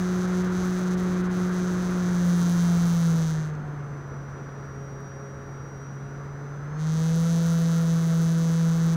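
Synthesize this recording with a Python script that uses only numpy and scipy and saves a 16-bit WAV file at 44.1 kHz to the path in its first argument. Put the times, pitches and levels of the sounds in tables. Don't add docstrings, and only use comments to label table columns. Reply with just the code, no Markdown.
import sys
import numpy as np
from scipy import signal
from scipy.fft import rfft, irfft, next_fast_len
from scipy.io import wavfile
from scipy.ndimage import uniform_filter1d, map_coordinates

SR = 44100
rng = np.random.default_rng(int(sys.argv[2]) if len(sys.argv) > 2 else 0)


def master(y):
    cut = np.clip(np.atleast_2d(y).T, -1, 1)
    pcm = np.round(cut * 32767)
    wavfile.write(sys.argv[1], SR, pcm.astype(np.int16))


def amplitude_ratio(level_db):
    exponent = np.asarray(level_db, float) / 20
    return 10 ** exponent


N = 395130
T = np.arange(N) / SR


def unit(x):
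    return x / np.sqrt(np.mean(x ** 2) + 1e-20)


def curves(rows):
    s, *columns = np.transpose(rows)
    return [np.interp(T, s, column) for column in columns]


def law(rate, speeds, rows):
    columns = np.transpose(rows).reshape(-1, len(speeds))
    return [np.interp(rate, speeds, column) for column in columns]


def wobble(rate):
    knots = rng.standard_normal(int(N * rate / SR) + 4)
    return map_coordinates(knots, [T * rate])


def filtered(x, response):
    size = next_fast_len(N + 8192)
    hz = np.fft.rfftfreq(size, 1 / SR)
    return irfft(rfft(x, size) * response(hz), size)[:N]


def ringing(x, modes):
    def response(f):
        total = 0
        for k, (centre, width, db) in enumerate(modes):
            damping = 1j * f * width
            total = total + (-1) ** k * amplitude_ratio(db) * damping / (centre * centre - f * f + damping)
        return total
    return filtered(x, response)


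def noise(spectrum, patchy_db):
    cells = signal.stft(rng.standard_normal(N + 512), nperseg=512)[2]
    field = uniform_filter1d(rng.standard_normal(cells.shape), size=5, axis=0)
    field = uniform_filter1d(field, size=10, axis=1)
    raw = signal.istft(cells * amplitude_ratio(patchy_db * unit(field)), nperseg=512)[1][:N]
    hz, db = np.transpose(spectrum)
    return unit(filtered(raw, lambda f: amplitude_ratio(np.interp(np.log(f + 1), np.log(hz), db, -120, -120))))


# time in seconds, shaft speed in turns per s.
SHAFT_SPEED = [(0, 181.5), (.6, 182.1), (1.3, 181.0), (1.95, 180.2), (2.3, 175.4), (2.9, 171.2),
               (3.2, 163.0), (3.55, 150.2), (3.84, 143.5), (4.06, 139.8), (4.5, 139.0), (4.76, 137.2),
               (5.78, 137.4), (6.645, 143.1), (6.82, 156.4), (7.27, 166.9), (8.1, 164.7), (8.96, 164.8)]


def shaft_speed():
    inertia_s = .1
    return uniform_filter1d(curves(SHAFT_SPEED)[0], size=round(inertia_s * SR), mode="nearest")


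FRAME_SPEEDS = [137, 141, 150, 157, 164.5, 166.5, 172, 176, 180.3, 182]
# levels of orders 1, 2, 3 and 4 in dB.
FRAME_LEVELS = [(-40, -61, -52.5, -58), (-36.5, -58.5, -52, -59), (-32.5, -55, -56, -76),
                (-25, -59, -51.5, -62), (-21.5, -46.5, -42.5, -50), (-21.5, -66.5, -43, -52),
                (-20.5, -48, -50, -48.5), (-21.5, -43.5, -45.5, -56), (-26, -37, -49, -54),
                (-25, -35, -52, -55.5)]
# time in seconds, lift of orders 3 and 4 in dB.
BLADE_LOAD = [(0, 0), (.85, -1), (1, -4.5), (1.7, -3.5), (2, -2.5), (2.8, -2.5), (3.1, -3), (3.6, -3.5),
              (4.4, -3), (4.8, 2), (5.4, 5), (5.6, -5), (6.7, 0), (7.1, 2.5), (8.96, -2)]
# shaft order, rms at full shake in dB, share of the shake's fall it follows.
UPPER_SHAKE = [(5, -59, 0.18), (6, -57.5, 0.63), (13, -66, .8)]


def airframe_shake(turns, rate):
    levels = law(rate, FRAME_SPEEDS, FRAME_LEVELS)
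    blade_db = curves(BLADE_LOAD)[0]
    shake = np.zeros(N)
    for k, db in enumerate(levels):
        level = amplitude_ratio(db + (k > 1) * blade_db + (0.47 + .5 * k) * wobble(14))
        shake += level * np.cos(2 * np.pi * (k + 1) * turns + 2.4 * k)
    fall_db = levels[0] + 23.5
    for order, db, share in UPPER_SHAKE:
        level = amplitude_ratio(db + share * fall_db + 1.7 * wobble(3.01))
        shake += level * np.cos(2 * np.pi * round(order) * turns)
    return np.sqrt(2) * shake


def contacts(turns, angle, jitter_s, scatter_db, burst_s, rough):
    count = np.arange(1, int(turns[-1]))
    chance = rng.standard_normal((len(count), 2))
    due = np.interp(count + angle - 1, turns, T)
    at = (due + np.interp(due, T, jitter_s) * chance[:, 0]) * SR
    taps = np.floor(at)[:, None] + np.arange(-7, 9)
    offset = taps - at[:, None]
    blow = np.sinc(offset) * np.cos(np.pi * offset / 16) ** 2
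    size = amplitude_ratio(scatter_db * chance[:, 1:])
    train = np.bincount(np.clip(taps, 0, N - 1).astype(int).ravel(), (size * blow).ravel(), N)
    fading = signal.lfilter([1], [1, -np.exp(-1 / (burst_s * SR))], np.abs(train))
    scrape = fading * np.sign(rng.standard_normal(N))
    share = np.clip(rough, 0, 1)
    return np.sqrt(1 - share) * unit(train) + np.sqrt(share) * unit(scrape)


# time in seconds, length in seconds, loss in dB.
MISSED_LANDINGS = [(.268, .008, 9), (.31, .03, 3.5), (.432, .008, 11), (0.495, 0.039, 7.5),
                   (0.852, .008, 8), (.897, .007, 8), (.961, 0.011, 20), (1.06, .05, 3), (1.154, .015, 6),
                   (1.227, 0.011, 17), (1.288, 0.019, 20), (1.252, 0.15, 3.5), (1.503, 0.019, 6)]


def missed_landings():
    return sum(db * np.exp(-((T - s) / length) ** 2) for s, length, db in MISSED_LANDINGS)


CHATTER_SPEEDS = [149, 151.5, 153.5, 156.5, 159.5, 162.5, 164.8, 166.5, 175, 179.5, 182]
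# landing knock in dB, high rebound tick and low rebound thud in dB relative to it.
CHATTER_LEVELS = [(-90, -10, 3), (-73, -12, 5), (-54.5, -16, -2), (-51, -19, -7), (-46.5, -11, -7),
                  (-46, -9.5, 0), (-47.5, -6.5, -1.5), (-45.5, -7.5, -3.5), (-46, -5, -2), (-50, -10, -5),
                  (-49, -9.5, -1.5)]
# shaft speed in turns per s, play in microseconds.
LANDING_PLAY = [(162, 20), (164.5, 38), (175, 38), (180, 68)]
# centre in Hz, width in Hz, level in dB.
KNOCK_MODES = [(2540, 670, -11), (3216, 360, -4.5), (3800, 510, -0.5), (4500, 1290, -4), (6156, 584, 3),
               (7920, 1320, -10), (9980, 1600, -14.5)]
# centre in Hz, width in Hz, level in dB.
TICK_MODES = [(9700, 3700, 1.5), (11100, 1100, -18), (12900, 1000, -7), (15600, 600, -9), (14700, 880, -3)]
# centre in Hz, width in Hz, level in dB.
THUD_MODES = [(3200, 1800, 25), (6800, 300, -4)]


def chatter(turns, rate):
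    stick_s = .012
    stuck_rate = np.interp(T - stick_s, T, rate)
    knock_db, tick_db, thud_db = law(stuck_rate, CHATTER_SPEEDS, CHATTER_LEVELS)
    miss_db = missed_landings()
    play_s = np.interp(rate, *np.transpose(LANDING_PLAY)) / 1e6
    drifting = turns + rate * play_s * wobble(35)

    landing = contacts(drifting, .2, .45 * play_s, scatter_db=.8, burst_s=.0004, rough=.05)
    knock = amplitude_ratio(0.56 * wobble(22)) * unit(ringing(landing, KNOCK_MODES))
    soft = filtered(knock, lambda hz: 1 / (1 + (hz / 4550) ** 8))
    knock = amplitude_ratio(-miss_db) * (knock - soft) + amplitude_ratio(-0.42 * miss_db) * soft

    rebound = contacts(drifting, .76, play_s, scatter_db=1.2, burst_s=.0004, rough=.1)
    thud = unit(filtered(ringing(rebound, THUD_MODES), lambda hz: 1 / (1 + 1j * hz / 5000) ** 2))
    second = contacts(turns, 0.94, 6 * play_s, scatter_db=2.2, burst_s=.0007, rough=0.65)
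    tick = unit(ringing(second, TICK_MODES))
    fizz = unit(ringing(rng.standard_normal(N), TICK_MODES))
    sizzle = unit(ringing(rng.standard_normal(N), KNOCK_MODES))

    mix = amplitude_ratio(1.2) * knock
    mix += amplitude_ratio(thud_db - 10.0 - .05 * miss_db) * thud
    mix += amplitude_ratio(tick_db - 2.5 - .6 * miss_db) * (tick + amplitude_ratio(-6.0) * fizz)
    mix += amplitude_ratio(tick_db - 3.5 - 0.41 * miss_db) * sizzle
    return amplitude_ratio(knock_db) * mix


# time in seconds, peak in dB.
LONE_TICKS = [(4.0821, -64), (4.7581, -63), (4.8459, -63), (4.9187, -64), (5.006, -58), (5.0499, -65),
              (5.0789, -63), (5.7793, -61)]
# time in seconds, level in dB.
SETTLING_KNOCKS = [
    (3.539, -55),
    (3.552, -51),
]


def stray_touches():
    ticks, knocks = np.zeros(N), np.zeros(N)
    for s, db in LONE_TICKS:
        ticks[round(s * SR)] = amplitude_ratio(db + 17)
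    for s, db in SETTLING_KNOCKS:
        knocks[round(s * SR)] = amplitude_ratio(db + 25)
    return ringing(ticks, TICK_MODES) + ringing(knocks, KNOCK_MODES)


def sing(turns, orders):
    voice = np.zeros(N)
    for order, db in orders:
        level = amplitude_ratio(db + 0.62 * wobble(13) + 0.87 * wobble(5.0))
        voice += level * np.sin(2 * np.pi * round(order) * turns)
    return voice


# shaft order, relative level in dB.
MAGNET_PULL = [(42, 0), (84, -30)]
# shaft speed in turns per s, whine level in dB.
WHINE_LEVEL = [(137, -58.5), (139.3, -62), (141, -65), (147, -69), (153, -71), (157, -88)]
# shaft order, rms in dB.
UNEVEN_MAGNETS = [(40, -74), (41, -70), (43, -69), (44, -79), (46, -89)]
# centre in Hz, width in Hz, level in dB.
BELL_MODES = [(6100, 380, 2.5)]
# shaft order, rms in dB.
POLE_PAIRS = [(7, -68), (14, -82), (21, -92), (28, -76.5), (35, -73.5)]
# time in seconds, level in dB.
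MOTOR_LOAD = [(0, 0), (3.4, 0), (3.6, -8), (4.6, -4), (6.7, -2), (6.77, 6), (7, 0), (8.96, 0)]


def motor(turns, rate):
    whine = amplitude_ratio(np.interp(rate, *np.transpose(WHINE_LEVEL))) * sing(turns, MAGNET_PULL)
    bell = ringing(sing(turns, UNEVEN_MAGNETS), BELL_MODES)
    loaded = amplitude_ratio(curves(MOTOR_LOAD)[0]) * (bell + sing(turns, POLE_PAIRS))
    return np.sqrt(2) * (whine + loaded)


# controller tone in Hz, rms in dB.
SWITCHING_TONE = [(11698, -88.5)]


def speed_controller():
    full_on_s = 6.71
    tone = sum(amplitude_ratio(db) * np.sin(2 * np.pi * hz * T) for hz, db in SWITCHING_TONE)
    return np.sqrt(2) * (T < full_on_s) * tone


# time in seconds, buffet level in dB.
AIRSPEED = [(0, -45), (1.9, -44), (2.9, -45), (3.4, -46.5), (4.3, -48.5), (5.7, -50), (6.8, -49),
            (7.5, -48), (8.96, -48.5)]
# frequency in Hz, buffet density in dB per Hz.
BUFFET_SPECTRUM = [(15, -12), (30, -6), (65, -1), (120, 2), (250, -3), (450, -5.5), (650, -14.5),
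                   (1200, -12)]


def port_buffet():
    level = amplitude_ratio(curves(AIRSPEED)[0] + 7 + 0.9 * wobble(12))
    return level * noise(BUFFET_SPECTRUM, patchy_db=-0.45)


# frequency in Hz, rush density in dB per Hz.
RUSH_SPECTRUM = [(300, -8), (600, -3), (900, -7), (1350, 3), (1700, -2), (2200, -11.5), (2800, -21),
                 (4000, -24.5), (6500, -32), (16000, -68)]


def canopy_rush(rate):
    air_db = curves(AIRSPEED)[0]
    wash_db = 0.1613 * (rate - rate.min())
    rush_db = -49 + 0.35 * (air_db - air_db.min()) + wash_db
    return amplitude_ratio(rush_db + 0.25 * wobble(7.6)) * noise(RUSH_SPECTRUM, patchy_db=0.54)


# centre in Hz, width in Hz, level in dB.
CASE_MODES = [(3770, 1800, -13), (6030, 690, 3.5), (7940, 500, -3), (9400, 1150, -7.5), (13500, 360, -8),
              (14900, 800, -10)]


def case_hiss():
    return amplitude_ratio(-69.5 + .5 * wobble(40)) * unit(ringing(rng.standard_normal(N), CASE_MODES))


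def scene():
    rate = shaft_speed()
    turns = np.cumsum(rate * (1 + 0.00061 * wobble(25))) / SR
    mix = airframe_shake(turns, rate) + chatter(turns, rate) + stray_touches()
    mix += motor(turns, rate) + speed_controller()
    mix += port_buffet() + canopy_rush(rate) + case_hiss()
    return mix[None]


def band_limit(x):
    return signal.sosfilt(signal.butter(12, 16950, fs=SR, output="sos"), x)


def record(dry):
    top_hz = 15820
    mix = filtered(dry[0], lambda hz: hz < top_hz)[None]
    return band_limit(mix)


dry = scene()
out = record(dry)
master(out)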